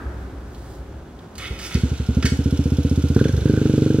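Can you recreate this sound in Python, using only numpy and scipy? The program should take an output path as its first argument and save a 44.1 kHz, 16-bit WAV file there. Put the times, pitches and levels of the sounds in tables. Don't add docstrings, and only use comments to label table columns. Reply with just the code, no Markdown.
import sys
import numpy as np
from scipy import signal
from scipy.fft import rfft, irfft
from scipy.io import wavfile
from scipy.ndimage import map_coordinates

SR = 44100
rng = np.random.default_rng(int(sys.argv[2]) if len(sys.argv) > 2 else 0)


def int16_out(signal):
    q = np.round(np.clip(np.atleast_2d(signal).T, -1, 1) * 32767)
    wavfile.write(sys.argv[1], SR, q.astype(np.int16))


N = 176400

# time_s, boom_level_db, wash_level_db
RUMBLE_LEVELS = [(0.0, -42, -39.5), (0.062, -31.5, -40.5), (0.552, -34.5, -44), (0.664, -34, -43.5),
                 (1.174, -38.5, -46), (1.228, -49, -44), (1.256, -37, -43.5), (1.284, -52, -45.5),
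                 (1.34, -42, -44)]
# pitch_hz, level_db
WASH_TONE = [(59, -31), (100, 7.5), (123, -2.5), (317, -5), (383, -5), (492, -13.5), (546, -8), (582, -14),
             (748, -13.5), (1140, -19.5), (1490, -20), (2370, -33), (15000, -51)]
# pitch_hz, width_hz, level_db, decay_s
OPENING_RING = (1450, 500, -42, 0.22)
# start_s, level_db
GRIT_TICKS = [(.546, -45), (1.189, -47)]
# peak_s, level_db, half_length_s, pitch_hz
SCUFFS = [(0.193, -62, 0.054, 3480), (0.567, -57, 0.093, 3960), (0.71, -55.5, 0.085, 4150)]
# multiple_of_pitch, level_db
SCUFF_TONE = [(.3, -14), (1, 7), (1.4, 4), (2, 5), (4, -5)]

# time_s, body_level_db, treble_level_db
RATTLE_LEVELS = [(1.36, -74, -74), (1.385, -46, -54), (1.41, -39.5, -51.5), (1.476, -37, -49),
                 (1.495, -51.5, -61), (1.56, -46, -53), (1.6, -46.5, -53), (1.644, -40, -39.5),
                 (1.69, -47, -51), (1.745, -36, -40.5), (1.78, -53, -71), (1.9, -100, -100)]
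# start_s, level_db, decay_s, brightness_db_per_octave
CLACKS = [(1.354, -39, 0.0027, 1.5), (1.38, -30, 0.0047, 1), (1.468, -44, 0.011, 4),
          (1.588, -36, 0.0094, -0.5), (1.742, -28.5, 0.0045, -2), (2.225, -20.5, 0.0068, -6),
          (2.252, -21, 0.01, -2.5)]
# pitch_hz, level_db
RATTLE_TONE = [(410, -32), (700, -26), (1060, -9), (1310, -3.5), (1720, -11.5), (1940, 0), (2830, -3.5),
               (3540, -3.5), (5000, -27.5), (6500, -23), (11000, -120)]
RATTLE_TREBLE_TONE = [(3000, -16), (5000, 8), (6500, 1), (9000, 2.5), (15000, -9)]
CLACK_TONE = [(200, -3.5), (900, -14.5), (1500, -3.5), (2400, -2.5), (4300, 0), (6000, -3.5), (9000, -4.5),
              (15000, -16.5)]
# pitch_hz, width_hz, level_db
STARTER_RINGS = [(1316, 54, 7), (2544, 9.2, 1.5), (5750, 49, -1)]

# time_s, level_db
GEAR_LEVELS = [(1.4, -61), (1.8, -39.5), (2.1, -43.5), (2.5, -44), (3.1, -42.5), (3.4, -43.5), (3.65, -39),
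               (4.0, -40.5)]
TICK_LEVELS = [(2.0, -1.5), (2.5, 3.5), (3.15, 3.5), (3.6, -2.5)]
# lead_before_firing_cycles, level_db
CYCLE_TICKS = [(.3, -40), (.77, -49)]
# start_s, level_db
KNOCKS = [(3.146, -30), (3.164, -39), (3.189, -20), (3.240, -18), (3.281, -20), (3.366, -26), (3.406, -29),
          (3.476, -28.5), (3.562, -26), (3.642, -36)]
# pitch_hz, level_db
GEAR_TONE = [(600, -21), (1150, -20.5), (1430, -1), (1750, -19.5), (2400, -10), (3300, -9.5), (4200, -12),
             (4900, -18), (7000, -15), (8800, -23), (15000, -34.5)]
TICK_TONE = [(1000, -11), (2300, -16), (3400, 4), (4200, -9), (5300, 6), (7000, -3), (8500, -5.5),
             (11700, -3.5), (15000, -27)]
KNOCK_TONE = [(300, -19), (1000, -9), (1550, 5), (1800, -10), (2300, -14), (3000, -14), (3800, -1),
              (4800, -21), (6500, -15.5), (15000, -31)]

# start_s, level_db, width_ms
FIRINGS = [(1.5077, -4, 2), (1.7516, 2, 1.06), (1.8361, 1.5, 0.84), (1.9167, -1.5, 1.18),
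           (2.0004, -3, 1.14), (2.0896, 1.5, 0.94), (2.1704, 2, 0.85), (2.2464, 2, 0.85), (2.3212, 0, 0.79),
           (2.3913, -1, 0.69), (2.4596, 0, 0.69), (2.5263, -0.5, 0.7), (2.5925, 0, 0.67),
           (2.658, -1.5, 0.68), (2.721, 0, 0.68), (2.7862, -0.5, 0.62), (2.8502, -0.5, 0.62),
           (2.9138, -1, 0.61), (2.9770, -.5, 0.68), (3.0401, 0.5, 0.66), (3.1030, 0, 0.7),
           (3.164, 4.5, 0.74), (3.2134, 2, 0.65), (3.2562, 0, 0.62), (3.2938, -2.5, 0.71),
           (3.3366, 4.5, 1.46), (3.3765, 4, 1.48), (3.4180, 0.5, 1.8), (3.4573, 2.5, 0.76),
           (3.4976, 2, 0.72), (3.5371, 1, 0.8), (3.5757, 0, 0.75), (3.616, 0.5, 0.76), (3.6560, 1, .72),
           (3.6971, 0, .72), (3.7385, 0.5, 0.73), (3.7798, 0, 0.69), (3.8214, 0.5, 0.74),
           (3.8628, -1, 0.69), (3.904, -1, 0.68), (3.9452, -1.5, 0.68), (3.9864, -1.5, .72)]
# time_s, throttle_0_to_1, pitch_ratio
ENGINE_STATE = [(1.5, 0, 0.76), (1.75, 0.06, 0.87), (2.1, 0.02, 0.87), (2.45, 0.03, 0.97),
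                (3.109, 0.07, 0.98), (3.155, 0.68, 0.92), (3.26, 0.59, 1.08), (3.33, 0.28, 1.046),
                (3.42, 0.4, 0.77), (3.45, 0.71, 1.04), (4.0, 1, 1.055)]
# base_pitch_hz, width_hz, idle_gain, full_throttle_gain
PIPE_RINGS = [(80.6, 15.15, 13.5, 0), (105, 18, 0.1, 6), (132, 15.3, 3, 4), (234, 62, 1.3, 2.2),
              (292.4, 18.9, -5, 6.5), (312.8, 22.8, 1.93, -4), (408.4, 100, 0.12, 4.5), (491, 6, 3.35, 4)]
# pitch_hz, level_db
RUSH_TONE = [(60, -7.5), (160, 4), (330, 1), (480, 1), (650, -21.5), (1200, -34), (5000, -55)]
BARK_TONE = [(400, 0), (1100, -11.5), (1550, -1), (2100, -26), (4000, -13), (12000, -30)]

TUNNEL_FADE_S, TUNNEL_DB, EXHAUST_TUNNEL_DB = 0.42, -5, -23.5
RIB_SPACING_M, TUNNEL_RADIUS_M, SOUND_M_PER_S = 0.127, 2.7, 343
LEFT_DELAY_S, LEFT_DB, EXHAUST_LEFT_DB = 0.000055, -4.5, -0.9
BLAST_IDLE, BLAST_OPEN = 0.15, 0.79


def gain(db):
    return 10 ** (np.asarray(db) / 20)


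def curve(rows, column=1):
    rows = np.array(rows)
    return np.interp(np.arange(N) / SR, rows[:, 0], rows[:, column])


def normalise(x):
    return x / np.sqrt(np.mean(x ** 2))


def shape_tone(x, tone, tilt_db=0):
    hz, db = np.array(tone).T
    octave = np.log2(np.maximum(np.arange(2049) * SR / 4096, 1))
    bass_cut_db = 17 * np.clip(np.log2(hz[0]) - octave, 0, 4)
    response = normalise(gain(np.interp(octave, np.log2(hz), db) + tilt_db * octave - bass_cut_db))
    cepstrum = irfft(np.log(response))
    half = len(cepstrum) // 2
    fold = np.r_[1, np.full(half - 1, 2), np.zeros(half)]
    return signal.fftconvolve(x, irfft(np.exp(rfft(cepstrum * fold))))[:N]


def burst(start_s, db, decay_s):
    out, first = np.zeros(N), int(start_s * SR)
    age = np.arange(min(N - first, SR // 8)) / SR
    noise = rng.standard_normal(SR // 8)[:len(age)]
    rise = 1 - np.exp(-age / min(0.0012, decay_s / 4))
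    out[first:first + len(age)] = 1.324 * gain(db) * noise * rise * np.exp(-age / decay_s)
    return out


def chatter(tone, per_s):
    clicks = (rng.random(N) < per_s / SR) * rng.standard_normal(N)
    return normalise(shape_tone(clicks, tone))


def on_the_right(x, left_db):
    late = map_coordinates(x, [np.arange(N) - LEFT_DELAY_S * SR], order=5, mode="nearest")
    return np.array([late * gain(left_db / 2), x * gain(-left_db / 2)])


def tunnel_echo(x):
    t = np.arange(SR) / SR
    tail = rng.standard_normal((2, SR)) * gain(-60 * t / TUNNEL_FADE_S) * (1 - np.exp(-t / 0.012))
    return signal.fftconvolve(x[None], normalise(tail) / np.sqrt(SR), axes=1)[:, :N]


def rib_chirps(x, count=260, scatter=0.33, decay_s=0.014, band_hz=(330, 7700)):
    distance_m = np.hypot(TUNNEL_RADIUS_M, RIB_SPACING_M * (np.arange(count) + 1))
    delay_s = 2 * (distance_m - TUNNEL_RADIUS_M) / SOUND_M_PER_S
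    strength = np.exp(-delay_s / decay_s) * (1 - np.exp(-delay_s / 0.0013))
    strength *= 1 + scatter * rng.standard_normal(count)
    nearby = (delay_s * SR).astype(int)[:, None] + np.arange(-7, 9)
    pulses = strength[:, None] * np.sinc(nearby - delay_s[:, None] * SR)
    echo = np.bincount(np.maximum(nearby, 0).ravel(), pulses.ravel())
    echo = signal.sosfilt(signal.butter(2, band_hz, "band", fs=SR, output="sos"), echo)
    return signal.fftconvolve(x, echo / np.linalg.norm(echo))[:N]


def distant_rumble(pitch_hz=65, half_width_hz=10.5):
    hz = np.arange(N // 2 + 1) * SR / N
    spectrum = rfft(rng.standard_normal(N)) / (1 + ((hz - pitch_hz) / half_width_hz) ** 2)
    boom = normalise(irfft(spectrum, N)) * gain(curve(RUMBLE_LEVELS) - 0.5)
    middle, side = (normalise(shape_tone(rng.standard_normal(N), WASH_TONE)) for _ in range(2))
    side = gain(-3) * signal.sosfilt(signal.butter(1, 1200, "high", fs=SR, output="sos"), side)
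    wash = np.array([middle + side, middle - side]) * gain(curve(RUMBLE_LEVELS, 2) + 5)
    return boom + wash


def opening_ring():
    hz, width, db, decay_s = OPENING_RING
    band = signal.butter(2, (hz - width / 2, hz + width / 2), "band", fs=SR, output="sos")
    ring = normalise(signal.sosfilt(band, rng.standard_normal((2, N))))
    return gain(db) * ring * np.exp(-np.arange(N) / SR / decay_s)


def grit():
    t = np.arange(N) / SR
    ticks = sum(burst(start, db, decay_s=0.0062) for start, db in GRIT_TICKS)
    sound = shape_tone(ticks, [(1000, -18), (3600, 5), (5500, -7), (14000, -21)])
    for peak_s, db, half_s, hz in SCUFFS:
        grains = chatter([(hz * multiple, level) for multiple, level in SCUFF_TONE], per_s=3000)
        sound += gain(db) * grains * np.exp(-((t - peak_s) / half_s) ** 2)
    return on_the_right(sound, LEFT_DB) + gain(TUNNEL_DB) * tunnel_echo(sound)


def kick_starter():
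    body = chatter(RATTLE_TONE, per_s=700) * gain(curve(RATTLE_LEVELS) - 1.5)
    treble = chatter(RATTLE_TREBLE_TONE, per_s=700) * gain(curve(RATTLE_LEVELS, 2) + 1)
    clacks = sum(shape_tone(burst(t, db, decay), CLACK_TONE, tilt) for t, db, decay, tilt in CLACKS)
    metal = body + treble + clacks
    metal += sum(gain(db) * signal.lfilter(*signal.iirpeak(hz, hz / width, fs=SR), metal)
                 for hz, width, db in STARTER_RINGS)
    return gain(0.5) * metal + gain(-3) * rib_chirps(metal)


def engine_parts():
    gears = chatter(GEAR_TONE, per_s=5000) * gain(curve(GEAR_LEVELS))
    firing_s = np.array(FIRINGS)[1:, 0]
    ticks = sum(burst(t, db, decay_s=0.0068)
                for lead, db in CYCLE_TICKS for t in firing_s[1:] - lead * np.diff(firing_s))
    cycle_ticks = shape_tone(ticks, TICK_TONE) * gain(curve(TICK_LEVELS))
    knocks = shape_tone(sum(burst(t, db, decay_s=0.0006) for t, db in KNOCKS), KNOCK_TONE)
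    chirps = rib_chirps(gain(-21.5) * gears + gain(-15) * cycle_ticks + gain(1.5) * knocks)
    return gain(-2) * gears + cycle_ticks + chirps


def rushing_gas():
    throttle = curve(ENGINE_STATE)
    rush = sum(burst(t, db - 29, decay_s=0.021) for t, db, _ in FIRINGS)
    bark = sum(burst(t, 2 * db - 34, decay_s=0.0071) for t, db, _ in FIRINGS) * throttle
    return shape_tone(rush, RUSH_TONE) + shape_tone(bark, BARK_TONE)


def exhaust_thumps(edge_db=-29.5, edge_ms=0.53, pitch_scatter=0.0026, outlet_hz=119.8, lag_s=0.00021):
    size, lead = 8192, 256
    out, state = np.zeros(N + 2 * size), np.array(ENGINE_STATE)
    hz = np.arange(size // 2 + 1) * SR / size
    s = 1j * hz
    outlet = (s / (s + outlet_hz)) ** 2
    lead_delay = np.exp(-2 * np.pi * s * lead / SR)
    for start_s, db, width_ms in FIRINGS:
        throttle, pitch_ratio = (np.interp(start_s, state[:, 0], state[:, k]) for k in (1, 2))
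        pipe = BLAST_IDLE + throttle * (BLAST_OPEN - BLAST_IDLE)
        for base_hz, width_hz, idle_gain, open_gain in PIPE_RINGS:
            ring_hz = base_hz * pitch_ratio * (1 + pitch_scatter * rng.standard_normal())
            strength = idle_gain + throttle * (open_gain - idle_gain)
            pipe = pipe + strength * s * width_hz / (s * s + s * width_hz + ring_hz ** 2)
        body, edge = (np.exp(-0.5 * (2 * np.pi * hz * ms / 1000) ** 2) * SR / 1000
                      for ms in (width_ms, edge_ms))
        puff = body + gain(edge_db) * (edge - body)
        thump = irfft(puff * pipe * outlet * lead_delay)
        first = int((start_s + throttle * lag_s) * SR) - lead
        out[first:first + size] -= gain(db) * thump
    return out[:N]


def scene():
    exhaust = exhaust_thumps() + rushing_gas()
    metal = kick_starter() + engine_parts()
    bike = on_the_right(exhaust, EXHAUST_LEFT_DB) + on_the_right(metal, LEFT_DB)
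    echo = tunnel_echo(gain(TUNNEL_DB) * metal + gain(EXHAUST_TUNNEL_DB) * exhaust)
    return distant_rumble() + grit() + opening_ring() + echo + bike


def record(dry):
    rounded = dry / (1 + (dry / 0.98) ** 8) ** (1 / 8)
    return signal.sosfilt(signal.ellip(10, 0.2, 80, 15700, fs=SR, output="sos"), rounded)


dry = scene()
out = record(dry)
int16_out(out)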